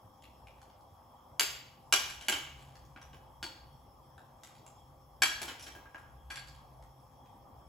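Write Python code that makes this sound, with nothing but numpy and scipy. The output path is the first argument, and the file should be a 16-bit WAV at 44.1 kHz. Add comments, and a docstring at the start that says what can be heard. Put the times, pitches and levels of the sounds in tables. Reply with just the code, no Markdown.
"""A steel ladle knocks and scrapes a hand-held glass bowl above a simmering pot, in a hard-walled kitchen.
Each knock is shaped contact noise followed by damped modal ringing; scrapes are trains of tiny random slips.
Plops and small ticks are short noise bursts through a low or high resonance. Filtered noise makes the
simmer, the burner's hiss and the house's rumble; wavering sines make the appliances' hum.
The stereo channels share most of their treble, where left lags right increasingly with frequency."""
import sys
import numpy as np
from scipy import signal
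from scipy.fft import rfft, irfft, next_fast_len
from scipy.io import wavfile
from scipy.ndimage import uniform_filter1d, map_coordinates

SR = 44100
rng = np.random.default_rng(int(sys.argv[2]) if len(sys.argv) > 2 else 0)


def dump_mix(stems):
    """Bounce the given channels to the path in sys.argv[1] as a 16-bit WAV at rate SR."""
    frames = np.atleast_2d(stems).T  # one column per channel
    limited = np.clip(frames, -1, 1)  # hard clip at full scale
    pcm = np.round(limited * 32767).astype(np.int16)
    wavfile.write(sys.argv[1], SR, pcm)


N = 338688  # length [samples]

# vibration modes of the glass bowl, free of the hand: (frequency [Hz], relative level [dB], t60 [s])
BOWL_MODES = [(290, -16, .08), (775, -9, .12), (1150, -13, .15), (1605, 0, .3), (2300, -5, .25),
              (2390, -6, .25), (3322, -5, .35), (4490, -5, .4), (5780, -9, .35), (7560, -8, .2),
              (10500, -15, .2)]
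# spectrum of hard contact noise: (frequency [Hz], relative spectral level [dB])
CONTACT_SPECTRUM = [(100, -36), (400, -11), (1200, 10), (3000, 11), (6000, 3.5), (8500, 7), (12000, 2),
                    (16500, -29)]


def amp(db):
    """Decibels to amplitude ratio: 20 dB per factor of ten."""
    return 10 ** (np.asarray(db) / 20)


def unit(x):
    """Normalisation to a root-mean-square value of 1."""
    return x / np.sqrt(np.mean(x ** 2) + 1e-20)


def along(points, hz):
    """Linear interpolation of (frequency, value) points over logarithmic frequency."""
    f, v = np.transpose(points)
    return np.interp(np.log(hz + 1), np.log(f + 1), v)


def wobble(rate):
    """Slow random modulation: a smooth spline through normal random knots, rate knots a second."""
    knots = rng.standard_normal(int(N * rate / SR) + 4)
    return map_coordinates(knots, [np.arange(N) * rate / SR])


def filtered(x, response):
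    """Linear filtering: the spectrum times a complex response of frequency."""
    m = next_fast_len(x.shape[-1] + 4096)
    spectrum = rfft(x, m) * response(np.fft.rfftfreq(m, 1 / SR))
    return irfft(spectrum, m)[..., :x.shape[-1]]


def resonance(f, hz, width):
    """Second-order band-pass resonance of gain 1 at its centre."""
    return 1j * f * width / (hz * hz - f * f + 1j * f * width)


def lorentzian(f, hz, width):
    """Bell-shaped resonance curve of a given width at half its peak."""
    return 1 / (1 + (2 * (f - hz) / width) ** 2)


def add(out, sound, s):
    """Superposition: mixes a stereo sound in at s seconds, cut at the end of out."""
    part = out[:, round(s * SR):][:, :sound.shape[1]]
    part += sound[:, :part.shape[1]]


def clinks():
    """Impact acoustics: contact crack, damped-mode clatter and dull thud, then free modal ringing."""
    # ladle on bowl: (time [s], relative level [dB], relative thud level [dB],
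    #   low favoured frequency [Hz], its boost [dB], high favoured frequency [Hz], its boost [dB],
    #   ladle over bowl [dB], brightness [dB per octave], contact decay scale [s])
    blows = [(1.396, -15, -16.5, 3060, -16, 4782, 19.5, 6, 1.6, 0.0035),
             (1.9252, -11, -17, 2450, 12, 5790, 11.5, 3, -0.3, 0.0046),
             (2.2105, -43.5, -11, 3080, 19, 5740, 16, 4, -0.5, .01),
             (2.284, -16, -10.5, 2770, 8, 5030, -8, 1.5, -0.2, 0.0081),
             (2.325, -23.5, -12, 3058, 20.5, 5300, 7, 6.5, -4, 0.014),
             (2.9617, -49, -31.5, 1456, 13.5, 3850, 5.5, -3, -11, 0.01),
             (3.015, -50.5, -17, 3380, 3, 5750, 20.5, -5, -3.5, 0.0085),
             (3.1308, -52.5, 2, 3000, 6, 5200, 10.5, 4, -7, 0.018),
             (3.4277, -28.5, -7, 3350, 9.5, 4405, 19, 3.5, -3.5, 0.01),
             (5.2197, -12.5, -19.5, 1514, 32, 3470, 9, -12, -0.2, 0.019),
             (5.4163, -31.5, -2, 2128, 20, 4530, -7, -6, 2.5, 0.021),
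             (5.477, -33.5, -3.5, 3083, 16.5, 5350, 7.5, 7, -3, 0.096),
             (5.595, -48, -18, 3450, 5, 5800, 10.5, -16, 3, .025),
             (5.6236, -45.5, -23, 3140, -3, 5320, 18.5, -2, 3, 0.041),
             (5.6656, -40.5, -3.5, 3140, 18, 5870, 16, -5.5, -2.5, 0.036),
             (5.721, -64, 7.5, 3125, 33.5, 5400, -6, 1.5, 4, 0.012),
             (5.75, -54, 13, 1644, 16.5, 5300, -11, 1, -7.5, .02),
             (5.8566, -62.5, -19, 1170, 22, 1630, 16.5, 1, -12.5, 0.016),
             (5.9459, -50, -9.5, 1613, 19.5, 3320, 2.5, 7.5, -12.5, 0.0045),
             (5.9787, -68, 9.5, 1596, 7, 4060, -5.5, 1, 3, 0.031),
             (6.3014, -35, -23, 3510, 9.5, 4356, 8, -14.5, -3, 0.05),
             (6.3575, -36.5, -16.5, 2550, 12, 7280, 14, -6, -1.9, 0.0071),
             (6.375, -44.5, -22, 1640, 11.5, 4460, 19.5, -6.5, -3.5, 0.0073),
             (6.4722, -58.5, 5, 1700, -1, 4600, 14, 0, 3.5, 0.025)]
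    # vibration modes of the ladle, free of the hand: (frequency [Hz], relative level [dB], t60 [s])
    ladle = [(1430, -3, .12), (2080, -7, .15), (2830, -7, .15), (2935, -1, .25), (2972, -3, .25),
             (3130, -8, .3), (4020, -8, .2), (4620, -5, .3), (5300, -7, .22), (6385, -4, .2),
             (7410, -4, .18), (11100, -11, .18), (14600, -18, .1)]
    # jolt of the hand-held bowl: (frequency [Hz], relative spectral level [dB])
    thud_spectrum = [(120, -35.5), (280, 5.1), (450, -6.5), (900, -4.5), (1500, -25)]
    crack_db, bowl_clatter_db, ladle_clatter_db, base_thud_db = 14.5, 34, 32, 39  # shares of the contact
    contact_share_db, ring_share_db = -8, -22.5
    crack_per_db = -0.2  # weaker blows are more knock than ring
    grip = 2.1  # how much faster the hand lets the modes die
    favour_octaves = .053  # width of a favoured spot
    rise_share = 0.04  # time constant of the force's build-up, as part of the contact scale
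    empty_from_s, empty_takes_s, empty_rise = 5.3, 0.68, 0.019

    out, t = np.zeros((2, N)), np.arange(SR // 2) / SR
    for s, db, thud_db, low_hz, low_db, high_hz, high_db, ladle_db, tilt_db, contact_s in blows:
        # a harder contact is brighter
        hardness_db = lambda hz: tilt_db * np.log2(hz / 3000 + 0.026)
        near = lambda hz, spot_hz: np.exp(-(np.log2(hz / spot_hz + 0.00065) / favour_octaves) ** 2)
        # the struck spot favours some modes
        contact_db = lambda hz: hardness_db(hz) + low_db * near(hz, low_hz) + high_db * near(hz, high_hz)

        # the low bowl modes rise as the last shrimp slide out
        emptied = empty_rise * np.clip((s - empty_from_s) / empty_takes_s, 0, 1)
        bowl = [(hz * (1 + emptied * (hz < 4000)), level, t60) for hz, level, t60 in BOWL_MODES]
        bowl_gain, ladle_gain = amp(-ladle_db / 2), amp(ladle_db / 2)

        rise = 1 - np.exp(-t / (rise_share * contact_s))
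        puff = burst(t, contact_s) * rise
        crack_gain_db = crack_db + crack_per_db * db
        crack = filtered(puff, lambda hz: amp(crack_gain_db + along(CONTACT_SPECTRUM, hz) + hardness_db(hz)))
        bowl_clatter = lambda hz: amp(bowl_clatter_db) * pressed(bowl, hz, contact_db, q=54)
        ladle_clatter = lambda hz: amp(ladle_clatter_db) * pressed(ladle, hz, contact_db, q=77)
        clatter = filtered(puff, lambda hz: bowl_gain * bowl_clatter(hz) + ladle_gain * ladle_clatter(hz))
        thud = filtered(burst(t, 0.063), lambda hz: amp(thud_db + base_thud_db + along(thud_spectrum, hz)))
        bowl_ring = bowl_gain * ring(bowl, t, contact_db, grip)
        ladle_ring = ladle_gain * ring(ladle, t, contact_db, grip)

        contact = amp(db + contact_share_db) * (crack + clatter + thud)
        ringing = amp(db + ring_share_db) * (bowl_ring + ladle_ring) * rise
        add(out, in_kitchen(contact, wet_db=4.5), s)
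        add(out, in_kitchen(ringing, wet_db=-5.0), s)
    return filtered(out, lambda hz: (1j * hz / (1j * hz + 150)) ** 2)  # small bodies radiate no bass


def burst(t, decay_s):
    """Impulsive excitation: dying noise, its spectrum evened and energy fixed before a further decay."""
    spectrum = rfft(rng.standard_normal(len(t)) * amp(-60 * t / decay_s))
    smooth = np.sqrt(uniform_filter1d(np.abs(spectrum) ** 2, size=100))
    return irfft(spectrum / smooth, len(t)) * np.exp(-t / decay_s)


def pressed(modes, f, contact_db, q):
    """Contact damping: modes widened to quality q while ladle and bowl still press on each other."""
    total = 0
    for k, (hz, db, t60) in enumerate(modes):
        total = total + (-1) ** k * amp(db + contact_db(hz)) * resonance(f, hz, hz / q)
    return total


def ring(modes, t, contact_db, damping):
    """Modal decay: each mode a close beating pair of random strength, all damped by the gripping hand."""
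    hz, db, t60 = np.transpose(modes)[:, :, None]
    strength, detune_a, detune_b = rng.standard_normal((3, len(modes), 1))
    first = np.sin(2 * np.pi * hz * (1 + 0.0017 * detune_a) * t)
    second = 1.3 * np.sin(2 * np.pi * hz * (1 + 0.0083 * detune_b) * t)
    envelope = amp(db + contact_db(hz) + 0.28 * strength - 60 * t * damping / t60)
    return (envelope * (first + second)).sum(0)


def scrapes():
    """Stick-slip friction: dense tiny slips partly ring the bowl; each stroke swells fast and fades."""
    # ladle dragged through the shrimp: (loudest time [s], level [dB], fade [dB per s])
    strokes = [(2.098, -50, 167), (2.241, -64, 92.5), (2.579, -63.5, 62), (4.48, -66.5, 154),
               (4.69, -88.5, 161), (5.41, -66, 48), (6.46, -80, 48)]
    swell = 253  # dB per s
    t = np.arange(N) / SR
    level = sum(amp(db + np.minimum(swell * (t - s), fade * (s - t))) for s, db, fade in strokes)
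    slip_now = rng.random(N) < .02
    slip_size = rng.standard_normal(N) * amp(1.5 * rng.exponential(size=N))
    slips = unit(slip_now * slip_size)
    bowl = lambda f: sum(amp(db) * resonance(f, hz, 60) for hz, db, t60 in BOWL_MODES)
    rub = unit(filtered(slips, lambda f: amp(along(CONTACT_SPECTRUM, f)) * (1.0 + bowl(f))))
    return in_kitchen(level * amp(1.2 * wobble(39)) * rub, wet_db=-5.0)[:, :N]


def plops_and_ticks():
    """Resonant filtering: a short noise burst excites a low or high resonance and a broad crack."""
    # plops and small ticks: (time [s], relative resonance level [dB], centre frequency [Hz],
    #   relative crack level [dB])
    drops = [(0.2229, -81, 2765, -60), (0.2404, -57.5, 2650, -59), (0.4713, -66, 2450, -61),
             (0.5816, -63, 1910, -81), (0.6165, -78, 1900, -56.5), (0.6994, -63, 1630, -68),
             (0.8094, -71, 5330, -83), (2.7551, -61.5, 5000, -59.5), (2.8504, -67, 5640, -81),
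             (4.1799, -54.5, 1506, -60), (4.4348, -57, 6810, -51), (4.5521, -73.5, 2020, -60),
             (4.582, -62.5, 4460, -79), (4.6648, -65, 7370, -54.5), (6.483, -57.5, 4800, -73),
             (6.5494, -83, 1695, -62), (6.8249, -70, 2016, -62), (7.2584, -58, 2060, -77)]
    decay_s, tilt_db = 0.0025, -1  # time constant of the burst [s]; brightness [dB per octave]
    out, t = np.zeros((2, N)), np.arange(SR // 20) / SR
    for s, resonance_db, hz, crack_db in drops:
        puff = rng.standard_normal(len(t)) * np.exp(-t / decay_s)
        resonant = lambda f: amp(resonance_db) * 1.1 / 0.15 * resonance(f, hz, 0.15 * hz)
        crack_tilt = lambda f: tilt_db * np.log2(f / 3000 + .2)
        crack = lambda f: amp(crack_db + along(CONTACT_SPECTRUM, f) + crack_tilt(f))
        add(out, in_kitchen(filtered(puff, lambda f: resonant(f) + crack(f)), wet_db=2.0), s)
    return out


def simmer():
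    """Broadband boiling noise: shaped mid-range noise whose level wavers slowly."""
    # (frequency [Hz], relative spectral level [dB])
    spectrum = [(20, -27.5), (45, -7.5), (100, 2), (170, -6.5), (300, -8), (420, -12), (600, -7.5),
                (850, -2.15), (1200, -8.5), (1450, -23), (2200, -28), (3000, -47)]
    return amp(-59.5 + .8 * wobble(4.2)) * rush(lambda hz: amp(along(spectrum, hz)), patchy_db=2.0)


def burner_hiss():
    """Jet noise: broadband hiss above 1200 Hz with narrow whistles raised out of it."""
    # hiss: (frequency [Hz], relative spectral level [dB])
    spectrum = [(1200, -11.5), (2600, -9), (4200, -10.5), (6200, -9.5), (9000, -11.5), (13000, -4),
                (15700, -11), (15900, -59.5)]
    # burner whistles: (frequency [Hz], width [Hz], level over hiss [dB])
    whistles = [(3290, 200, 17.5), (5410, 570, 12), (7960, 100, 7.5), (10000, 450, 7), (12900, 320, 8.5),
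                (14200, 840, 2.5)]
    jets = lambda f: 1 + sum(amp(db) * lorentzian(f, hz, width) for hz, width, db in whistles)
    return amp(-71.5) * rush(lambda f: amp(along(spectrum, f)) * jets(f) * (f > 1200), patchy_db=2.5)


def appliance_hum():
    """Tonal hum: faint sines wavering in level and phase, slightly louder on the left than on the right."""
    # (frequency [Hz], relative level [dB])
    tones = [(241, -77), (524, -70.5), (800, -68.5), (1145, -74)]
    t = np.arange(N) / SR
    hum = 0
    for hz, db in tones:
        level = amp(db + 0.83 * wobble(7))
        hum = hum + level * np.sin(2 * np.pi * hz * t + 1.6 * wobble(9.1))
    return hum * amp([[1.5], [-1.5]])  # left and right gains in dB


def house_rumble():
    """Room resonance: two low room tones excited by noise, rising and falling in level."""
    # (time [s], level of the 63 Hz band [dB], level of the 133 Hz band [dB])
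    levels = [(0.0, -78, -87), (0.47, -59.5, -70), (0.83, -78, -83), (1.24, -69.5, -76), (1.82, -67.5, -67),
              (2.22, -58, -63), (2.89, -63.5, -57.5), (3.14, -60.5, -63.5), (4.64, -69.5, -67),
              (5.18, -61.5, -63.5), (5.84, -62, -68.5), (6.42, -55, -59.5), (7.27, -67.5, -67.5),
              (7.68, -57.5, -68)]
    s, low, high = np.transpose(levels)
    t = np.arange(N) / SR
    low_db, high_db = np.interp(t, s, low), np.interp(t, s, high)
    band = lambda hz, width: rush(lambda f: lorentzian(f, hz, width), patchy_db=1.3)
    return amp(low_db) * band(63, 22) + amp(high_db) * band(133, 16)


def rush(gain, patchy_db):
    """Filtered random noise: stereo, of rms 1, with time-frequency patches of random gain."""
    z = signal.stft(rng.standard_normal((2, N + 512)), nperseg=512)[2]
    field = uniform_filter1d(rng.standard_normal(z.shape[1:]), size=5, axis=0)  # across frequency
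    field = uniform_filter1d(field, size=10, axis=1)  # across time
    noise = signal.istft(z * amp(patchy_db * unit(field)), nperseg=512)[1][:, :N]
    return unit(paired(filtered(noise, gain)))


def paired(two):
    """Interchannel coherence: mixes two unrelated signals into left and right of a set correlation."""
    # (frequency [Hz], left-right correlation [ratio])
    likeness = [(30, 0.94), (120, 0.96), (250, 0.92), (500, 0.63), (800, 0.67), (1600, 0.2), (2500, 0.58),
                (4800, 0.4), (5800, .05), (6600, 0.9)]
    turn = lambda hz: np.arccos(np.clip(along(likeness, hz), -1, 1)) / 2
    mid, side = filtered(two, lambda hz: np.array([np.cos(turn(hz)), np.sin(turn(hz))]))
    return np.array([mid + side, mid - side])


def in_kitchen(x, wet_db):
    """Room reverberation: direct sound, early echoes and a fresh tail with frequency-dependent decay."""
    # reverberation: (frequency [Hz], t60 [s])
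    decay = [(200, 0.43), (1000, 0.64), (3000, 0.62), (7000, 0.5), (9000, 0.31), (15000, 0.57)]
    # early echoes from counter and cupboards: (delay [s], relative level [dB])
    walls = [(.0012, -12.5), (.0045, -11.5), (.013, -3.5), (.022, -11), (.037, -10.5)]
    hz, t, z = signal.stft(rng.standard_normal((2, 2 * SR // 3)), SR, nperseg=256)
    tail = signal.istft(z * amp(-60 * t / along(decay, hz)[:, None]), SR, nperseg=256)[1]
    tail = paired(tail / np.linalg.norm(tail[0]))
    response = np.pad(tail, ((0, 0), (100, 0)))
    for s, db in walls:
        # each channel hears the echo up to 8 samples late
        response[[0, 1], round(s * SR) + rng.integers(9, size=2)] += amp(db)
    response *= amp(wet_db)
    response[:, 0] = 1  # direct sound
    return signal.fftconvolve(x[None], response, axes=1)


def scene():
    """Superposition of all sources."""
    return (clinks() + scrapes() + plops_and_ticks() + simmer() + burner_hiss()
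            + appliance_hum() + house_rumble())


def record(dry):
    """Stereo phase and band limiting: mostly shared treble, where left lags right along an uneven curve."""
    # phase by which left leads right, before the treble lag: (frequency [Hz], lead [rad])
    lead_points = [(0, 0), (1030, .5), (2800, .6), (3800, .2), (6200, .4), (7050, 0)]
    merge_hz, top_hz = 6450, 16400
    # treble lag of left: its start, width of each half cycle, their number, unevenness [rad]
    lag_from_hz, half_cycle_hz, half_cycles, uneven = 7050, 2040, 4, .42
    f, lead = np.transpose(lead_points)
    shared = lambda hz: 1 / (1 + np.exp((merge_hz - hz) / 150))
    own = filtered(dry[1], lambda hz: amp(-.8) * (1 - .55 * shared(hz)))
    from_left = filtered(dry[0], lambda hz: .62 * shared(hz))
    lag = lambda hz: np.pi * np.clip((hz - lag_from_hz) / half_cycle_hz, 0, half_cycles)
    phase = lambda hz: np.interp(hz, f, lead) - lag(hz) + uneven * np.sin(2 * lag(hz))
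    # half of the phase difference goes to each channel
    turn = lambda hz: np.exp(.5j * phase(hz) * np.array([[1], [-1]]))
    return filtered(np.array([dry[0], own + from_left]), lambda hz: turn(hz) * (hz < top_hz))


dry = scene()
out = record(dry)
dump_mix(out)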